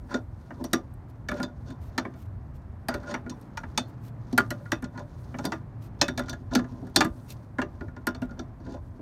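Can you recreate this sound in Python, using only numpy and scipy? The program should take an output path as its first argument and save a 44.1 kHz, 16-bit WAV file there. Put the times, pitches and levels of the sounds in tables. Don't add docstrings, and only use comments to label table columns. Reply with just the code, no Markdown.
import sys
import numpy as np
from scipy import signal
from scipy.fft import rfft, irfft, next_fast_len
from scipy.io import wavfile
from scipy.ndimage import uniform_filter1d, map_coordinates

SR = 44100
rng = np.random.default_rng(int(sys.argv[2]) if len(sys.argv) > 2 else 0)


def wav_out(sig):
    wavfile.write(sys.argv[1], SR, np.round(np.clip(np.atleast_2d(sig).T, -1, 1) * 32767).astype(np.int16))


def ratio_of_db(decibels):
    return 10 ** (np.asarray(decibels, float) / 20)


N = 397341

RING = 6144
WANDER = 0.012

# time_s, drone_level_db, rush_level_db, firing_pitch_hz
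ENGINES = [(0.0, -50, -59.5, 118), (2.2, -47, -58, 112), (3.1, -50, -56.5, 110), (3.76, -46.5, -56.5, 114),
           (4.4, -40, -56, 120), (5.14, -45, -59, 112), (6.1, -42, -57, 106), (6.8, -42, -60, 104),
           (7.3, -47.5, -58, 103), (8.16, -49.5, -57, 100), (9.01, -49, -60, 100)]
# frequency_hz, level_db (per Hz)
TRAFFIC_SPECTRUM = [(15, -40.5), (25, -6), (74, 2.5), (124, 4.5), (177, -3), (266, -12), (457, -23.5),
                    (687, -23), (979, -25.5), (1930, -36.5), (2820, -44.5), (10400, -56.5), (12600, -53),
                    (15200, -68.5), (16500, -80.5)]
RUMBLE_DB, RUMBLE_YIELDS = -45, 0.22

# pitch_hz, level_db, t60_s
WRENCH_MODES = [(2570, -13.5, 0.11), (2970, -15.5, 0.1), (8457, -14, 0.033), (3330, -18, 0.055),
                (8800, -15.5, 0.043), (3570, -5.5, 0.13), (4140, -6.5, 0.053), (3970, -10, 0.05),
                (4333, -3, 0.031), (4746, -7, 0.023), (4570, -6.5, 0.081), (5200, -10, 0.032),
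                (5750, -10.5, 0.072), (5720, -10, 0.11), (6000, -17.5, .06), (6640, -7.5, 0.061),
                (7540, -13, 0.06)]
FRAME_MODES = [(1199, -18, 0.21), (1312, -12.5, 0.065), (1544, 0.5, 0.012), (1684, -8, 0.069),
               (1746, -2.5, 0.035), (1970, -14.5, 0.066), (2277, -11, 0.045), (2900, -13.5, 0.017)]
TUBE_MODES = [(1419, 4.5, 0.11), (1355, -3.5, 0.048)]
LID_MODES = [(533, -2, 0.069), (590.5, -2, 0.2), (669.4, -0.5, 0.094), (653.4, -4.5, 0.12),
             (838, -9.5, 0.096), (949, -2, 0.066), (1034.5, -8, 0.14)]
CRATE_MODES = [(164, -14.5, 0.13), (192.2, -8, 0.19), (248, 6, 0.14), (280, -1.5, 0.1), (333.3, -3.5, 0.16),
               (367.8, -13.5, 0.17), (394.4, -6.5, 0.15)]

# frequency_hz, level_db
WRENCH_DENSE = [(1000, -40.5), (2300, -3), (4000, 4), (6500, 2), (8000, -12), (16000, -27.5)]
EDGE_TICK = [(3000, -57), (6000, -25.5), (8500, 2.5), (10500, -2.5), (12500, -1), (16000, -16)]
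FRAME_DENSE = [(200, -67), (800, 1), (1150, -5.5), (1750, 0), (2400, -17.5), (3200, -22), (7000, -65.5)]
CRATE_DENSE = [(60, -52), (170, 0), (300, 0.5), (450, -10), (700, -10.5), (1500, -44.5), (4000, -90.5)]
# frequency_hz, level_db
HEAVY_BODY = [(2500, -7), (5000, -17.5), (16000, -60.5)]

# start_s, length_s, jaw_drag_level_db, skin_hiss_level_db, crate_level_db
TURNS = [(-.05, 0.29, -80, -79, -44.5), (.36, 0.46, -67.5, -79, -58.5), (1.56, 0.19, -74, -83, -46),
         (1.8, 0.33, -70.5, -87.5, -76), (2.99, 0.21, -69, -81, -46), (3.28, 0.19, -72, -79, -63),
         (3.55, 0.38, -66.5, -81.5, -66), (4.22, 0.22, -67, -82, -53), (4.4, 0.39, -66, -73.5, -58.5),
         (4.92, .12, -68, -81, -55), (5.08, 0.26, -66.5, -76, -50), (5.34, 0.25, -63, -72, -34),
         (6.08, 0.37, -71, -90, -38.5), (6.55, 0.38, -67.5, -81, -35.5), (7.06, 0.38, -68, -74, -45.5),
         (7.68, 0.2, -72, -87.5, -40.5), (8.33, 0.11, -82, -88, -38.5), (8.8, 0.24, -84, -86, -45)]
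# start_s, length_s, wrench_level_db, frame_level_db, crate_level_db
SCRAPES = [(0.097, 0.084, -49, -40.5, -40), (0.566, 0.05, -85, -67, -43.5), (1.293, 0.21, -66, -56, -46.5),
           (1.662, 0.067, -58, -59, -41.5), (2.89, 0.057, -54, -38, -48), (2.96, 0.075, -69, -59, -55),
           (3.07, 0.066, -47, -50, -48), (4.936, 0.084, -81, -49, -43), (5.439, 0.034, -47, -36.5, -47),
           (5.989, 0.016, -59, -59, -49), (6.261, 0.067, -66, -51.5, -71.5),
           (6.512, 0.03, -49.5, -41.5, -33), (6.953, 0.059, -48.5, -51, -27.5), (4.6, 0.023, -84, -59, -57),
           (8.646, 0.12, -62.5, -66.5, -57), (8.64, 0.11, -74, -66, -39.5), (8.688, 0.022, -65, -58, -64.5),
           (8.74, 0.0084, -59, -53, -35.5), (8.765, 0.011, -66.5, -54.5, -41), (1.36, 0.038, -52, -47, -53),
           (3.03, 0.14, -71, -50, -60), (6.965, 0.1, -50.5, -52.5, -33), (0.74, 0.017, -65, -59, -44),
           (4.39, 0.042, -62, -67, -38.5), (8.37, 0.032, -71.5, -56, -52.5)]
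REST_JAWS_DB, REST_SKIN_DB, REST_CRATE_DB = -79.5, -85, -58
DRAG_FRAME_DB = 4
# frequency_hz, level_db
PALM_SPECTRUM = [(5000, -20.5), (8000, -4.5), (10500, -3), (13000, -8.5), (16000, -10)]

# start_s, pitch_hz, peak_level_db, t60_s
LOW_SPOTS = [(0.505, 604, -39, .1), (0.607, 904, -32, .05), (1.287, 829, -49, .08), (1.288, 597, -29.5, .3),
             (1.340, 587, -34.5, .4), (1.397, 579, -30, .15), (1.429, 991, -34, .08),
             (2.050, 829, -38.5, .08), (2.885, 663, -22.5, .08), (2.945, 584, -29, .2),
             (3.140, 380, -28, .1), (3.317, 990, -32, .06), (3.572, 904, -25.5, .06),
             (3.778, 880, -10, .025), (4.72, 323.7, -19.5, .12), (4.719, 601, -27, .12),
             (5.388, 840, -27, .08), (5.388, 587, -32, .1), (5.522, 322, -21.5, .12),
             (5.521, 920, -29.5, .08), (6.015, 341, -24, .12), (6.017, 575, -22.5, .2),
             (6.014, 970, -28, .08), (6.082, 386, -38.5, .12), (6.083, 915, -30.5, .06),
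             (6.178, 656.6, -24, .1), (6.193, 578.7, -27.5, .12), (6.295, 996, -39, .07),
             (6.325, 680, -37, .15), (6.525, 666, -30, .15), (6.961, 800, -23, .07),
             (7.009, 310, -13.5, .12), (7.008, 900, -17, .07), (7.047, 237, -21, .14),
             (7.585, 609, -32.5, .1), (7.585, 1000, -29, .07), (7.616, 398, -32.5, .1),
             (7.616, 926, -34.5, .07), (0.733, 387, -26.5, 0.14), (4.384, 392, -21, .1),
             (4.512, 591, -27, 0.14), (4.602, 580, -42, .15), (4.850, 584, -37, .12),
             (8.392, 686, -40, 0.13), (8.744, 683, -34.5, .08), (8.220, 251, -20.5, .12)]
# start_s, pitch_hz, peak_level_db, t60_s
HIGH_SPOTS = [(0.732, 1680, -11.5, 0.028), (1.286, 2270, -26, 0.06), (1.287, 1355, -38, 0.11),
              (1.400, 1407, -33, 0.16), (1.429, 4800, -34, 0.071), (1.979, 1790, -21, 0.05),
              (1.979, 4129, -22.5, 0.047), (2.885, 1306, -29, 0.076), (3.031, 1418, -52, .5),
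              (3.141, 5820, -42.5, 0.09), (0.650, 5900, -40.5, .07), (3.573, 2370, -37, 0.055),
              (3.779, 4300, -45.5, 0.26), (3.775, 4560, -22.5, .05), (3.776, 8457, -34, .067),
              (4.507, 1920, -26.5, 0.06), (4.719, 1750, -22, 0.029), (6.014, 1768, -15, 0.053),
              (6.012, 4140, -16.5, 0.055), (6.014, 3583, -29, 0.11), (6.083, 1680, -31.5, .06),
              (8.069, 5580, -38, 0.098), (6.083, 3640, -42.5, 0.14), (6.195, 1970, -41, 0.16),
              (6.199, 1425, -51.5, 0.35), (6.295, 5950, -28.5, 0.05), (8.069, 8800, -31, 0.034),
              (6.330, 1676, -31.5, 0.074), (6.551, 1420, -21, 0.12), (6.552, 1697, -24, 0.055),
              (6.552, 3560, -34.5, 0.12), (6.961, 4330, -13, 0.046), (6.961, 4620, -17, 0.053),
              (7.009, 2400, -20, 0.062), (7.049, 1680, -24, 0.056), (7.585, 1805, -22.5, .05),
              (7.615, 2760, -30.5, 0.064), (8.069, 2004, -32, 0.06), (8.392, 3600, -41, 0.062),
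              (4.378, 1660, -28, .05), (4.655, 1950, -47, 0.073), (4.719, 2570, -38, 0.15),
              (8.069, 2920, -54, .25), (8.148, 4510, -40, 0.042), (8.220, 2720, -35, 0.03),
              (2.050, 2220, -37, 0.064), (8.100, 1430, -55, 0.37), (6.016, 2570, -28.5, 0.17),
              (6.961, 8500, -21.5, .05),
              (0.142, 3601, -28, 0.052), (0.732, 3790, -23, .05), (0.732, 5850, -30, 0.057),
             (1.979, 2277, -28.5, .06), (2.885, 4802, -25, 0.054), (3.297, 6420, -38.5, .05),
             (4.378, 1965, -37.5, .15), (4.378, 3090, -24.5, 0.069), (5.453, 4800, -30, 0.065),
             (6.014, 4510, -25.5, .06), (6.014, 6503, -25, 0.043), (6.961, 5300, -28.5, .05),
             (7.008, 2680, -25.5, 0.057), (3.776, 5604, -34, 0.071), (0.105, 1418, -37, 0.32)]

# start_s, wrench_peak_level_db, then over the wrench crate_db, tube_db, edge_db
TUBE_HITS = [(0.1416, -27, 5.5, -2, -39), (1.315, -39, 10.5, 9, -8), (1.3965, -51, 25, 17.5, -20),
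             (2.9406, -29.5, 1, -1.5, -10.5), (3.5721, -30, -23, -4.5, -16), (4.3773, -16, -5.5, 3.5, -4),
             (4.5047, -26.5, -4, -6.5, -4), (4.8232, -45, 17.5, 5.5, -1), (4.842, -35.5, -8, -7, -24),
             (4.9754, -39.5, 2, 0.5, -27), (5.386, -32.5, 1.5, -4, -34), (6.0814, -24, -1.5, -5.5, -17),
             (6.1924, -29, 2, -1, -7), (6.283, -37.5, -24.5, 0, -26), (6.2944, -25.5, -10.5, -25, -13.5),
             (6.329, -35, -3.5, -5, -20), (7.584, -40, 17.5, 15, -21.5), (8.0687, -24, 3.5, 3.5, -2.5),
             (8.2181, -41.5, 15, 2.5, -10), (8.3923, -32.5, 0, -9, -46)]
# start_s, wrench_peak_level_db, then over the wrench crate_db, frame_db, tube_db
KNOCKS = [(0.5054, -57, 19.3, 17.5, 1), (0.6098, -64.5, 35, 11, -21), (2.05, -52.5, 21.7, 19.5, -11),
          (3.032, -46.5, 2.6, -3, 2), (3.2617, -56, 22.3, 10.5, 15), (3.633, -53.5, 13, 18, -2),
          (4.655, -54.5, 4, 7, 13), (5.3414, -56, 22, 19.5, -16), (6.6422, -50, 8.5, 6, -5.5),
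          (6.824, -77.5, 44, 6, 10), (7.8078, -50, 19, 11, 10), (7.8812, -59, 16, 10, 9.5),
          (7.964, -48.5, 11, 3, 4.5), (8.2919, -58.5, 12, -13.5, 13.5), (8.3087, -50.5, 12.6, -8, 5),
          (8.6013, -60, 21, -7, -5.5), (8.991, -72, 36, 9, -9.5)]
# start_s, wrench_peak_level_db, then over the wrench crate_db, frame_db, edge_db
CLANKS = [(0.6404, -31, 1.5, -10.5, -7), (0.7318, -15.5, -1.5, -6.5, -5), (1.286, -28, -6, -0.5, -17),
          (1.4292, -27, -0.5, -10, -18), (1.9786, -19.5, -3.5, -3, -16), (2.8847, -21, -5, -3.5, -7.5),
          (3.1109, -35, 3.5, -3.5, -30), (3.14, -30, -1, 4.5, -16), (3.296, -32, -2.5, -14.5, -21),
          (3.7755, -13, -13.5, -12, -17), (4.327, -35.5, 13.5, -13, -10), (4.7182, -19.5, -7.5, -1.5, -16),
          (5.442, -36, 8, -6, -14), (5.452, -23.5, -1.5, -16, -5.5), (5.52, -30, -7, 3, -36),
          (6.0135, -5.5, -19.5, -14, -37.5), (6.176, -22.5, -6.5, -7.5, -15), (6.551, -12, -3.5, -9.5, -11),
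          (6.5897, -37, 10, 5, -17), (6.9602, -4.5, -15.5, -14, -11.5), (7.0063, -12, -15, -3.5, -22.5),
          (7.0465, -29, 6.5, -1, -4.5), (7.616, -31, 1, 2.5, -25), (8.147, -38.5, 1.5, -3.5, -33)]
# start_s, wrench_peak_level_db, then over the wrench bodies_db, edge_db
TICKS = [(0.938, -70, 4, 15), (0.648, -39, -17, -11), (1.4, -44, -10, -3), (1.419, -48.5, -10, -9),
         (6.945, -51.5, -10.5, -8), (8.649, -54, -5, -29), (1.34, -43, 0, -20), (1.3708, -45, 7, -17),
         (1.703, -45.5, 6.5, -11), (2.138, -54, 10.5, -16), (3.001, -53, -1, -22), (3.073, -60, 9, -17),
         (3.412, -54, -14, 1), (4.993, -39.5, -14, -20), (6.236, -44.5, 6.5, -23), (6.259, -45, -14, -23),
         (6.535, -28.5, -15, -21), (6.8685, -48.5, 6.5, -10), (7.303, -33.5, -15, -5),
         (8.665, -51, 12, -29), (8.722, -48.5, -11, -18)]
CLANK_TUBE_DB, HIT_FRAME_DB = -11.5, -1
TICK_FRAME_DB, TICK_TUBE_DB, KNOCK_EDGE_DB = -11.5, -14, -19
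# start_s, level_db
LID_CHANGES = [(0.7316, -17), (3.1104, -6), (6.551, -7), (7.0475, -10.5), (1.9787, -5), (3.7752, -10.5),
               (8.0687, -1), (4.3776, -4.5), (7.584, 0.5), (5.452, -13), (8.2186, 4.5)]

# start_s, length_s, level_db
BRUSHES = [
    (1.084, 0.031, -68),
    (1.809, 0.089, -63.5),
    (2.157, 0.09, -63.5),
    (2.255, 0.011, -69),
    (2.54, 0.037, -67.5),
    (3.873, 0.037, -65),
    (4.02, 0.075, -60),
    (5.814, 0.065, -61),
    (6.895, 0.0083, -65),
    (7.287, 0.049, -50),
]
# frequency_hz, level_db (per Hz)
SKIN_SPECTRUM = [(1470, -20), (2500, -4.5), (3080, -8), (6060, -10), (8600, -13), (12900, -8.5),
                 (16000, -16)]
# frequency_hz, level_db
MICROPHONE = [(20, -19.5), (40, 0.5), (9600, -2.5), (10500, -8.5), (11500, -2.5), (15500, -3), (16400, -11),
              (17000, -48)]


def unit(x):
    return x / np.sqrt(np.mean(x ** 2) + 1e-20)


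def peak_one(x):
    return x / (np.abs(x).max(axis=-1, keepdims=True) + 1e-12)


def curves(rows):
    s, *cols = np.transpose(rows)
    return [np.interp(np.arange(N) / SR, s, c) for c in cols]


def coloured(x, points):
    m = next_fast_len(x.shape[-1])
    hz, db = np.transpose(points)
    log_bins = np.log(np.fft.rfftfreq(m, 1 / SR) + 1)
    gain = ratio_of_db(np.interp(log_bins, np.log(hz), db))
    return irfft(rfft(x, m) * gain, m)[..., :x.shape[-1]]


def wobble(rate):
    knots = rng.standard_normal(int(N * rate / SR) + 4)
    return map_coordinates(knots, [np.arange(N) * rate / SR])


def stroke(s, length):
    t = np.arange(N) / SR
    return np.exp(-((t - s - length / 2) / (length / 2)) ** 4)


def pressed(rows):
    return sum(ratio_of_db(np.array(row[2:]))[:, None] * stroke(*row[:2]) for row in rows)


def swell(t, rise):
    return 1 - np.exp(-(t / rise) ** 2)


def smooth_rows(count, size):
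    return unit(uniform_filter1d(rng.standard_normal((count, RING)), size=size, axis=1))


def ringing(modes, count, spread_db, rise):
    hz, db, t60 = np.transpose(modes)[:, :, None]
    t = np.arange(RING) / SR
    wander = WANDER * hz / SR * np.cumsum(smooth_rows(len(modes), size=150), axis=1)
    decay = ratio_of_db(db - 60 * t / t60)
    shapes = decay * np.sin(2 * np.pi * (hz * t + wander)) * swell(t, rise)
    draw = rng.standard_normal((count, 2, len(modes)))
    strengths = np.sign(draw[:, 0]) * ratio_of_db(spread_db * draw[:, 1])
    return strengths @ shapes


def lumpy(count, depth_db, size):
    humps = unit(uniform_filter1d(rng.standard_normal((count, RING // 2 + 1)), size=size, axis=1))
    return irfft(rfft(rng.standard_normal((count, RING))) * ratio_of_db(depth_db * humps), RING)


def dense(count, colour, fast, slow, tail_db, rise):
    t = np.arange(RING) / SR
    decay = ratio_of_db(-60 * t / fast) + ratio_of_db(tail_db - 60 * t / slow)
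    noise = coloured(lumpy(count, depth_db=2.5, size=40), colour)
    return peak_one(noise * decay * swell(t, rise))


def placed(s, sounds):
    where = np.round(s * SR).astype(int) + np.arange(RING)
    fade = np.hanning(2 * RING)[RING:] ** 0.5
    return np.bincount(where.ravel(), (sounds * fade).ravel(), N + RING)[:N]


def traffic_part(gate):
    return unit(coloured(coloured(rng.standard_normal(N), TRAFFIC_SPECTRUM), gate))


def traffic():
    drone_db, rush_db, firing_hz = curves(ENGINES)
    rumble_db = RUMBLE_DB - RUMBLE_YIELDS * (drone_db - drone_db.mean())
    rumble = traffic_part([(85, -7.0), (130, -16.5), (300, -32.0)]) * ratio_of_db(rumble_db + 3.2 * wobble(8.7))
    drone = traffic_part([(70, -32.5), (105, 0.5), (150, -1.5), (300, -32.5)])
    drone = drone * ratio_of_db(drone_db + 0.9 * wobble(5))
    phase = 2 * np.pi * np.cumsum(firing_hz) / SR + 1.3 * wobble(8.7)
    firing = np.sin(phase) * ratio_of_db(drone_db - 5 + 3.9 * wobble(4))
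    rush = traffic_part([(120, -24.0), (240, -7.0), (1800, -6.0), (6000, -17.5)])
    rush = rush * ratio_of_db(rush_db + 9 + 1.4 * wobble(2.5))
    hiss = ratio_of_db(-71.0) * traffic_part([(1800, -30.0), (4000, -4.0)])
    return rumble + drone + firing + rush + hiss


def slip():
    return unit(rng.standard_normal(N) ** 3 * ratio_of_db(2.5 * wobble(70)))


def rubbed(modes, press):
    body = unit(ringing(modes, count=1, spread_db=1.5, rise=0.00035)[0])
    return signal.fftconvolve(press * slip(), body)[:N]


def drag():
    rest = ratio_of_db(np.array([[REST_JAWS_DB], [REST_SKIN_DB], [REST_CRATE_DB]]))
    jaws, skin, crate = pressed(TURNS) + rest
    light = np.array([jaws, jaws * ratio_of_db(DRAG_FRAME_DB - 7.0), crate * ratio_of_db(-10.5)])
    on_wrench, on_frame, on_crate = light + pressed(SCRAPES)
    bodies = ratio_of_db(-6) * rubbed(WRENCH_MODES, on_wrench - 0.67 * jaws)
    bodies += ratio_of_db(-3.0) * rubbed(FRAME_MODES + TUBE_MODES, on_frame)
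    bodies += rubbed(CRATE_MODES, on_crate)
    bodies += ratio_of_db(0.5) * rubbed(LID_MODES, np.sqrt(on_crate * on_frame))
    grit = (on_wrench + 0.26 * jaws) * ratio_of_db(-6.0) * unit(coloured(slip(), WRENCH_DENSE))
    grit += on_frame * ratio_of_db(-7.0) * unit(coloured(slip(), FRAME_DENSE))
    palm = skin * ratio_of_db(1.5 + 1.9 * wobble(23)) * unit(coloured(rng.standard_normal(N), PALM_SPECTRUM))
    return bodies / np.sqrt(RING) + grit + palm


def spots():
    s, hz, db, t60 = np.transpose(LOW_SPOTS + HIGH_SPOTS)[:, :, None]
    t = np.arange(RING) / SR
    flutter = smooth_rows(len(s), size=200)
    phase = 2 * np.pi * hz * t + np.sqrt(hz / 4000) * flutter[:, ::-1]
    decay = ratio_of_db(db - 60 * t / t60 + 3.3 * flutter)
    return placed(s, decay * np.sin(phase) * swell(t, 2.5 / hz + 0.0012))


def touches():
    clanks = [(s, w, c, f, f + CLANK_TUBE_DB, e) for s, w, c, f, e in CLANKS]
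    hits = [(s, w, c, u + HIT_FRAME_DB, u, e) for s, w, c, u, e in TUBE_HITS]
    ticks = [(s, w, b, b + TICK_FRAME_DB, b + TICK_TUBE_DB, e) for s, w, b, e in TICKS]
    knocks = [(s, w, c, f, u, KNOCK_EDGE_DB) for s, w, c, f, u in KNOCKS]
    return sorted(clanks + hits + ticks + knocks)


def contacts():
    s, peak_db, crate_db, frame_db, tube_db, edge_db = np.transpose(touches())[:, :, None]
    count, burst = len(s), RING // 8
    t = np.arange(RING) / SR
    force = rng.standard_normal((count, burst)) ** 3 * ratio_of_db(-60 * t[:burst] / 0.012)
    force[:, 0] = 6
    loose = smooth_rows(count, size=120) * swell(t, 0.012)

    def struck(body):
        return peak_one(signal.fftconvolve(force, body, axes=1)[:, :RING])

    def pushed(modes, spread_db, rise):
        return struck(coloured(ringing(modes, count, spread_db, rise), HEAVY_BODY))

    wrench = struck(ringing(WRENCH_MODES, count, spread_db=2.5, rise=0.00022)) * ratio_of_db(3.5 * loose)
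    wrench += ratio_of_db(4.5) * dense(count, WRENCH_DENSE, 0.029, 0.12, -13.5, 0.00037)
    edge = dense(count, EDGE_TICK, 0.025, 0.088, -20.0, 0.00051)
    frame = pushed(FRAME_MODES, spread_db=4, rise=0.0015) * ratio_of_db(3.8 * loose)
    frame += ratio_of_db(3.5) * dense(count, FRAME_DENSE, 0.04, 0.19, -18.0, 0.0033)
    tube = pushed(TUBE_MODES, spread_db=5.5, rise=0.0044) * ratio_of_db(3.4 * loose)
    lid = pushed(LID_MODES, spread_db=4.5, rise=0.006)
    crate = pushed(CRATE_MODES, spread_db=2.5, rise=0.0088)
    crate += ratio_of_db(-3) * dense(count, CRATE_DENSE, 0.059, 0.34, -1.5, 0.0023)

    lid_change_db = sum(db * (np.abs(s - at) < 1 / 200) for at, db in LID_CHANGES)
    total = peak_one(wrench) + ratio_of_db(edge_db + 4.0) * edge
    total += ratio_of_db(frame_db + 6.0) * peak_one(frame)
    total += ratio_of_db((crate_db + frame_db) / 2 + lid_change_db - 2.5) * lid
    total += ratio_of_db(tube_db + 1.0) * tube
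    total += ratio_of_db(crate_db + 3.0) * peak_one(crate)
    return placed(s, ratio_of_db(peak_db) * total)


def brush():
    strokes = sum(ratio_of_db(db) * stroke(s, length) for s, length, db in BRUSHES)
    hiss = unit(coloured(rng.standard_normal(N), SKIN_SPECTRUM))
    return strokes * ratio_of_db(2.6 * wobble(170)) * hiss


def scene():
    return (traffic() + drag() + spots() + contacts() + brush())[None]


def top_cut(x):
    return signal.sosfilt(signal.butter(12, 16850, fs=SR, output="sos"), x)


def record(dry):
    mix = coloured(dry, MICROPHONE)
    return top_cut(mix)


dry = scene()
out = record(dry)
wav_out(out)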